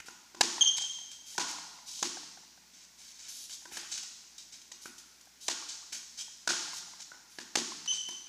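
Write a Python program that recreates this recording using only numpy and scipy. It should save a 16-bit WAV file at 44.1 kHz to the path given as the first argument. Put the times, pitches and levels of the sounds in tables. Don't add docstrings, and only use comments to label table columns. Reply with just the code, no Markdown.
import sys
import numpy as np
from scipy import signal
from scipy.fft import rfft, irfft
from scipy.io import wavfile
from scipy.ndimage import uniform_filter1d

SR = 44100
rng = np.random.default_rng(int(sys.argv[2]) if len(sys.argv) > 2 else 0)


def materialize(psi):
    bounded = np.clip(np.atleast_2d(psi).T, -1, 1)
    quanta = np.round(bounded * 32767).astype(np.int16)
    wavfile.write(sys.argv[1], SR, quanta)


def convert_level_to_amplitude(level_db):
    exponent = np.asarray(level_db, float) / 20
    return 10 ** exponent


N = 365148
T = np.arange(N) / SR


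def colour(x, points):
    hz, db = np.transpose(points)
    f = np.fft.rfftfreq(x.shape[-1], 1 / SR) + 1
    gain = convert_level_to_amplitude(np.interp(np.log(f), np.log(hz), db))
    y = irfft(rfft(x) * gain, x.shape[-1])
    return y / np.sqrt(np.mean(y ** 2))


def band(x, lo_hz, hi_hz):
    return signal.sosfilt(signal.butter(2, [lo_hz, hi_hz], "band", fs=SR, output="sos"), x)


def decay(t, t60):
    return np.exp(-np.log(1000) * t / t60)


def ring(hz, t60):
    t = T[:4096]
    return np.sin(2 * np.pi * hz * t) * decay(t, t60)


def peak(x, db):
    return convert_level_to_amplitude(db) * x / np.abs(x).max()


def add(out, x, s):
    i = int(s * SR)
    out[i:i + len(x)] += x[:len(out) - i]


def smooth_noise(size):
    return uniform_filter1d(rng.standard_normal(N), size=size) * size ** .5


# [f/Hz, level/dB per Hz]
AIR_COLOUR = [(15, -30.5), (25, -51), (61, -13), (107, -18), (246, -3.5), (495, -14.5), (1020, -8),
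              (1270, -15), (1410, -8.5), (1750, -10), (2120, -8), (3090, -10), (6210, -4), (9300, -17),
              (15500, -19.5)]
# [f/Hz, level/dB]
LAMP_TONES = [(59.1, -103), (60.7, -81.5), (120, -90), (179.5, -82.5)]


def background():
    hum = sum(convert_level_to_amplitude(db) * 2 ** .5 * np.sin(2 * np.pi * hz * T + 4.15) for hz, db in LAMP_TONES)
    return convert_level_to_amplitude(-61) * colour(rng.standard_normal(N), AIR_COLOUR) + hum


# [t/s, fade/s, hiss level/dB, top level/dB re hiss, body level/dB re hiss]
STEPS = [(0, .02, -46.5, -15, 4), (0.055, 0.083, -48.5, -11, -7), (0.78, 0.013, -25, -20, -10),
         (0.816, 0.037, -35, -30, -15), (1.112, 0.049, -41, -17.5, -13.5), (3.452, 0.011, -56, -18, -13),
         (3.494, 0.033, -42, -16, -11.5), (3.911, 0.13, -36.5, -24, -14), (3.975, 0.026, -39.5, -16, -5),
         (4.028, 0.024, -42, -15, -12.5), (4.378, .07, -43, -18, -17), (4.615, 0.018, -51, -22, -15),
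         (4.521, 0.09, -46.5, -18, -11.5), (4.717, 0.027, -41.5, -21, -17), (4.853, 0.057, -47, -7, -5),
         (4.978, 0.054, -47, -12, -26), (5.21, .015, -49.5, -9, -28), (5.255, 0.01, -53, -9, -14),
         (5.68, 0.13, -39, -25, -19), (5.921, 0.093, -36, -16, -10.5), (8.085, 0.015, -43, -7, -11)]
# [t/s, length/s, hiss level/dB, top level/dB re hiss, body level/dB re hiss]
SLIDES = [(0.764, 0.0086, -25, -17, -18), (1.253, 0.12, -48.5, -10, -17.5), (1.474, 0.043, -39.5, -15, -8),
          (1.858, 0.22, -44, -15, -24), (2.722, 0.13, -56.5, -22, -11), (2.97, 0.153, -53.5, -14, -13),
          (3.131, .045, -56, -16, -17), (3.178, 0.12, -50.5, -20, -10.5), (3.276, 0.18, -47.5, -7.5, -23),
          (3.497, 0.059, -44.5, -14, -19), (3.707, 0.08, -46.5, -8, -4.5), (3.774, .1, -62, -21, 7),
          (3.88, 0.041, -50, -18, -20), (4.805, .045, -51.5, -7.5, -18), (5.4, .077, -48.5, -10.5, -31),
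          (6.17, 0.056, -39, -20, -15), (6.723, 0.066, -44, -12.5, -18), (6.99, 0.037, -45, -20, -14),
          (7.29, 0.093, -58.5, -8, -13), (7.916, 0.06, -41.5, -26, -15.5), (8.25, 0.056, -72, -20, 7)]


def contact(column):
    attack_share, fade_db = 0.094, -21.5
    slide_attack_s, slide_release_s = 0.019, 0.031
    out = np.zeros(N)
    t = T[:SR // 2]
    for s, fade, *db in STEPS:
        level_db = db[0] + (db[column] if column else 0)
        attack_s = attack_share * fade
        rise = np.minimum(t / attack_s, 1)
        fall_db = fade_db * np.maximum(t - attack_s, 0) / fade
        add(out, rise * convert_level_to_amplitude(level_db + fall_db), s)
    for s, hold, *db in SLIDES:
        level_db = db[0] + (db[column] if column else 0)
        rise = np.minimum(t / slide_attack_s, 1)
        fall = decay(np.maximum(t - hold, 0), slide_release_s)
        add(out, rise * convert_level_to_amplitude(level_db) * fall, s)
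    return out


# [f/Hz, level/dB per Hz]
GRIT_COLOUR = [(1500, -51), (2500, -9), (3500, 1.5), (4500, 3), (6300, 7.5), (8000, -0.5), (10000, -17),
               (13000, -44)]


def scuffs():
    top_colour = [(7000, -11), (9500, 7.5), (14500, -3.5), (16000, -46)]
    body_colour = [(600, -12.5), (1500, -2.0), (2800, 2.5), (3600, -8.5), (4600, -30)]
    grit = rng.standard_normal((3, N)) * convert_level_to_amplitude(1.75 * smooth_noise(150))
    hiss = contact(column=0) * colour(grit[0], GRIT_COLOUR)
    top = contact(column=1) * colour(grit[1], top_colour)
    body = contact(column=2) * colour(grit[2], body_colour)
    return convert_level_to_amplitude(-1.5) * (hiss + top + body)


# [f/Hz, t60/s, level/dB]
HALL_RING = [(129, 3, -14), (255, 0.79, 2.5), (394, 0.95, -2), (520, 1.1, -18.5), (760, 1.46, -8),
             (1280, 1.13, -2), (2030, 1.16, -5), (3200, 1.14, -3), (5270, 1.49, -3.5), (6260, 1.22, -2),
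             (9600, 1.15, -3.5), (12600, 1.07, -6)]


def hall(x):
    f, s, cells = signal.stft(rng.standard_normal(2 * SR), SR, nperseg=512)
    hz, t60, db = np.transpose(HALL_RING)
    t60, db = (np.interp(np.log(f + 1), np.log(hz), c)[:, None] for c in (t60, db))
    tail = signal.istft(cells * convert_level_to_amplitude(db) * decay(s, t60), SR, nperseg=512)[1]
    t = T[:len(tail)]
    build_up = np.clip((t - .01) / 0.012, 0, 1)
    early_cloud = 1 + 2.06 * np.exp(-t / 0.016)
    return signal.fftconvolve(x, convert_level_to_amplitude(-37) * build_up * early_cloud * tail)[:N]


# [t/s, peak level/dB]
THUMPS = [(0.048, -59), (0.345, -46.5), (0.407, -33.5), (0.442, -34), (1.385, -34.5), (2.025, -32),
          (3.655, -52), (3.72, -49), (3.78, -48.5), (4.711, -66), (4.856, -45.5), (5.484, -37.5),
          (5.923, -56), (6.473, -40), (7.385, -41), (7.554, -33), (7.572, -29), (7.589, -42),
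          (8.088, -45.5)]


def thumps():
    out = np.zeros(N)
    body = band(ring(394, 0.011) + 0.54 * ring(351, 0.019), 161, 600)
    for s, db in THUMPS:
        add(out, peak(body, db), s)
    return out


# [t/s, crack level/dB, ball shell level/dB re crack, upper ring level/dB re crack, upper ring f/Hz]
BOUNCES = [
    (.083, -33.5, -5, -3.5, 1390),
    (0.3462, -33.5, -3, -11, 1400),
    (3.6535, -35, -6.5, -4.5, 1550),
    (3.7689, -21, -48, -13.5, 1590),
    (4.7153, -32.5, -18.5, -16, 1900),
    (4.8562, -41.5, -5, 8, 1470),
    (7.1158, -52.5, 9, 15.5, 1480),
    (7.385, -26, -14.5, -5.5, 1710),
    (7.8585, -27, -23, -26, 1500),
    (8.087, -27, -13.5, -16, 1751),
]
# [t/s, crack level/dB, ball shell level/dB re crack, strings level/dB re crack, strings f/Hz]
STROKES = [
    (0.4087, -1, -14, -13, 1730),
    (1.3791, -13.5, -7.5, -11, 1390),
    (2.0263, -11.5, -16, -25, 1600),
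    (5.4813, -11, -17, -13.5, 1516),
    (6.4741, -12.5, -19, -10, 1514),
    (7.5542, -7, -18, -16.5, 1770),
]
STROKE_HALL_DB = [-6.5, 3.5, -1.5, -1, 6.5, -3]
# [hit t/s, spacing/s, low level/dB re hit, crack level/dB re hit]
FLUTTERS = [(.4088, 0.019, -18, -47), (1.3788, 0.016, -0.5, -19), (2.0257, 0.014, -12, -24),
            (4.8565, .0155, -30, -28), (5.4815, 0.015, -18, -19.5), (6.4741, 0.015, 6.5, -17),
            (7.1164, .0135, 0.5, -15), (7.385, 0.014, -17, -19), (7.5545, 0.015, -2, -22)]
# [low level/dB, crack level/dB]
TOSSES = [(4, 4.5), (11, 3), (1, -5), (6, -17.5)]


def blows():
    strokes = [(*row, row[1] + hall_db) for row, hall_db in zip(STROKES, STROKE_HALL_DB)]
    bounces = [(*row, row[1] + 1.5) for row in BOUNCES]
    slaps = []
    for s, gap, low_db, crack_db in FLUTTERS:
        for k, (toss_low_db, toss_crack_db) in enumerate(TOSSES):
            slaps.append((s + (k + 1) * gap, low_db + toss_low_db, crack_db + toss_crack_db))
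    return sorted(strokes + bounces), slaps


# [f/Hz, level/dB per Hz]
CRACK_COLOUR = [(300, -8), (900, -3), (1500, -3.5), (2400, -2.5), (3200, -0.5), (4500, 2), (6500, 3.5),
                (9000, -10.5), (13000, -24.5), (15500, -30)]
# [f/Hz, level/dB, t60/s]
BALL_SHELL = [(842, 13.5, 0.052), (990, 22, 0.031), (1220, -21, 0.0153), (2430, -17, 0.0155)]


def hits():
    t = T[:4096]
    direct, feed = np.zeros((2, N))
    rows, slaps = blows()
    noise = rng.standard_normal((len(rows), 3, len(t)))
    shell = sum(convert_level_to_amplitude(db) * ring(hz, t60) for hz, db, t60 in BALL_SHELL)
    snap = colour(1. * (np.arange(len(t)) == 256), CRACK_COLOUR)
    burst = np.minimum(t / 0.0012, 1) / (1 + (t / 0.0076) ** 4)
    for k, (s, db, shell_db, strings_db, hz, hall_db) in enumerate(rows):
        ball = peak(shell, shell_db)
        modes = ball + peak(ring(hz, .02), strings_db)
        spread = ball + peak(ring(hz, .009), strings_db + 0.5)
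        knocks = (t == t[64])[:256] + 0.078 * (burst * noise[k, 1])[:256]
        pock = convert_level_to_amplitude(db) * np.convolve(knocks / np.linalg.norm(knocks), modes)[:len(t)]
        crack = convert_level_to_amplitude(db - 14.5) * burst * colour(noise[k, 0], CRACK_COLOUR)
        add(direct, crack + pock, s)
        add(feed, convert_level_to_amplitude(hall_db) * (convert_level_to_amplitude(-22) * snap + convert_level_to_amplitude(1.0) * spread), s)
        after = rows[k + 1][0] if k + 1 < len(rows) else N
        for at, low_db, crack_db in slaps:
            if s < at < after:
                scattered = colour(np.roll(noise[k, 2], int(at * SR)), CRACK_COLOUR)
                slap = convert_level_to_amplitude(db - 5.5 + crack_db) * burst * scattered
                add(direct, convert_level_to_amplitude(low_db - 20) * pock + slap, at)
    return direct, feed


# [t/s, peak level/dB, f/Hz]
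RETURNS = [(0.581, -30, 930), (0.611, -36, 786), (0.637, -36.5, 869), (1.352, -45, 895), (1.585, -35, 1040),
           (1.649, -47, 800), (2.171, -35.5, 760), (2.232, -44, 875), (3.622, -53, 810), (3.716, -45, 860),
           (3.832, -43.5, 840), (5.272, -52, 780), (5.624, -38.5, 1140), (6.281, -48, 900),
           (6.679, -39, 835), (6.733, -34.5, 1020), (7.0, -48, 850), (7.72, -33.5, 1061)]


def end_walls():
    round_trip_s, loss_db = .2026, -8
    out = np.zeros(N)
    for s, db, hz in RETURNS:
        pock = band(ring(hz, 0.024) + 0.62 * ring(2.05 * hz, 0.022), 610, 2300)
        for trip in range(4):
            add(out, peak(pock, db + trip * loss_db), min(s + trip * round_trip_s, N / SR))
    return out


# [t/s, length/s, slip rate f/Hz, first partial level/dB, second partial level/dB]
SQUEAKS = [
    (0.609, 0.022, 3185, -18.5, -20.5),
    (0.662, .032, 3107, -26, -30.5),
    (.672, .018, 2830, -60, -32),
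    (6.188, 0.04, 3220, -51, -68),
    (7.876, 0.043, 3010, -31.5, -32.5),
]
SQUEAK_HALL_DB = [3, -6, -14, -2, 4]


def squeaks():
    rise_hz_per_s = 1520
    ends_db, crest = -5, .6
    direct, feed = np.zeros((2, N))
    shake = 1 + .012 * smooth_noise(60)
    grip = convert_level_to_amplitude(2 * uniform_filter1d(smooth_noise(90), size=60))
    for (s, length, hz, db, second_db), hall_db in zip(SQUEAKS, SQUEAK_HALL_DB):
        load = np.clip((T - s) / length, 0, 1)
        slip_hz = (hz + rise_hz_per_s * length * load) * shake
        phase = 2 * np.pi * np.cumsum(slip_hz) / SR
        edge = np.clip(np.minimum(T - s, s + length - T) / 0.0014, 0, 1)
        pressure = edge * convert_level_to_amplitude(ends_db * ((load - crest) / crest) ** 2)
        first = convert_level_to_amplitude(db) * np.sin(phase)
        upper = convert_level_to_amplitude(second_db) * (np.sin(2 * phase) + convert_level_to_amplitude(-26) * np.sin(3 * phase))
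        tone = 2 ** .5 * pressure * (first + upper) * grip
        direct += tone
        feed += convert_level_to_amplitude(hall_db) * tone
    return direct, feed


def scene():
    hit, hit_feed = (band(x, 222, 20000) for x in hits())
    low, drag = thumps(), scuffs()
    squeal, squeal_feed = squeaks()
    wet = hall(hit_feed + convert_level_to_amplitude(2.5) * low + convert_level_to_amplitude(1.5) * drag + squeal_feed)
    drag = drag + .4 * np.roll(drag, int(.0013 * SR))
    mono = hit + low + drag + squeal + end_walls() + wet + background()
    return np.tile(mono, (2, 1))


def low_pass(x):
    return signal.sosfilt(signal.butter(12, 16500, fs=SR, output="sos"), x)


def record(dry):
    shelf = signal.ellip(6, .3, 26, 15300, fs=SR, output="sos")
    fizz_colour = [(2500, -36), (6000, -10.5), (12000, -1), (15000, -10), (16000, -53)]
    loud = uniform_filter1d(np.abs(band(dry[0], 14400, 16100)), size=1024)
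    fizz = convert_level_to_amplitude(-6) * loud * colour(rng.standard_normal(N), fizz_colour)
    mix = signal.sosfilt(shelf, dry + fizz * np.array([[1], [-1]]))
    return low_pass(mix)


dry = scene()
out = record(dry)
materialize(out)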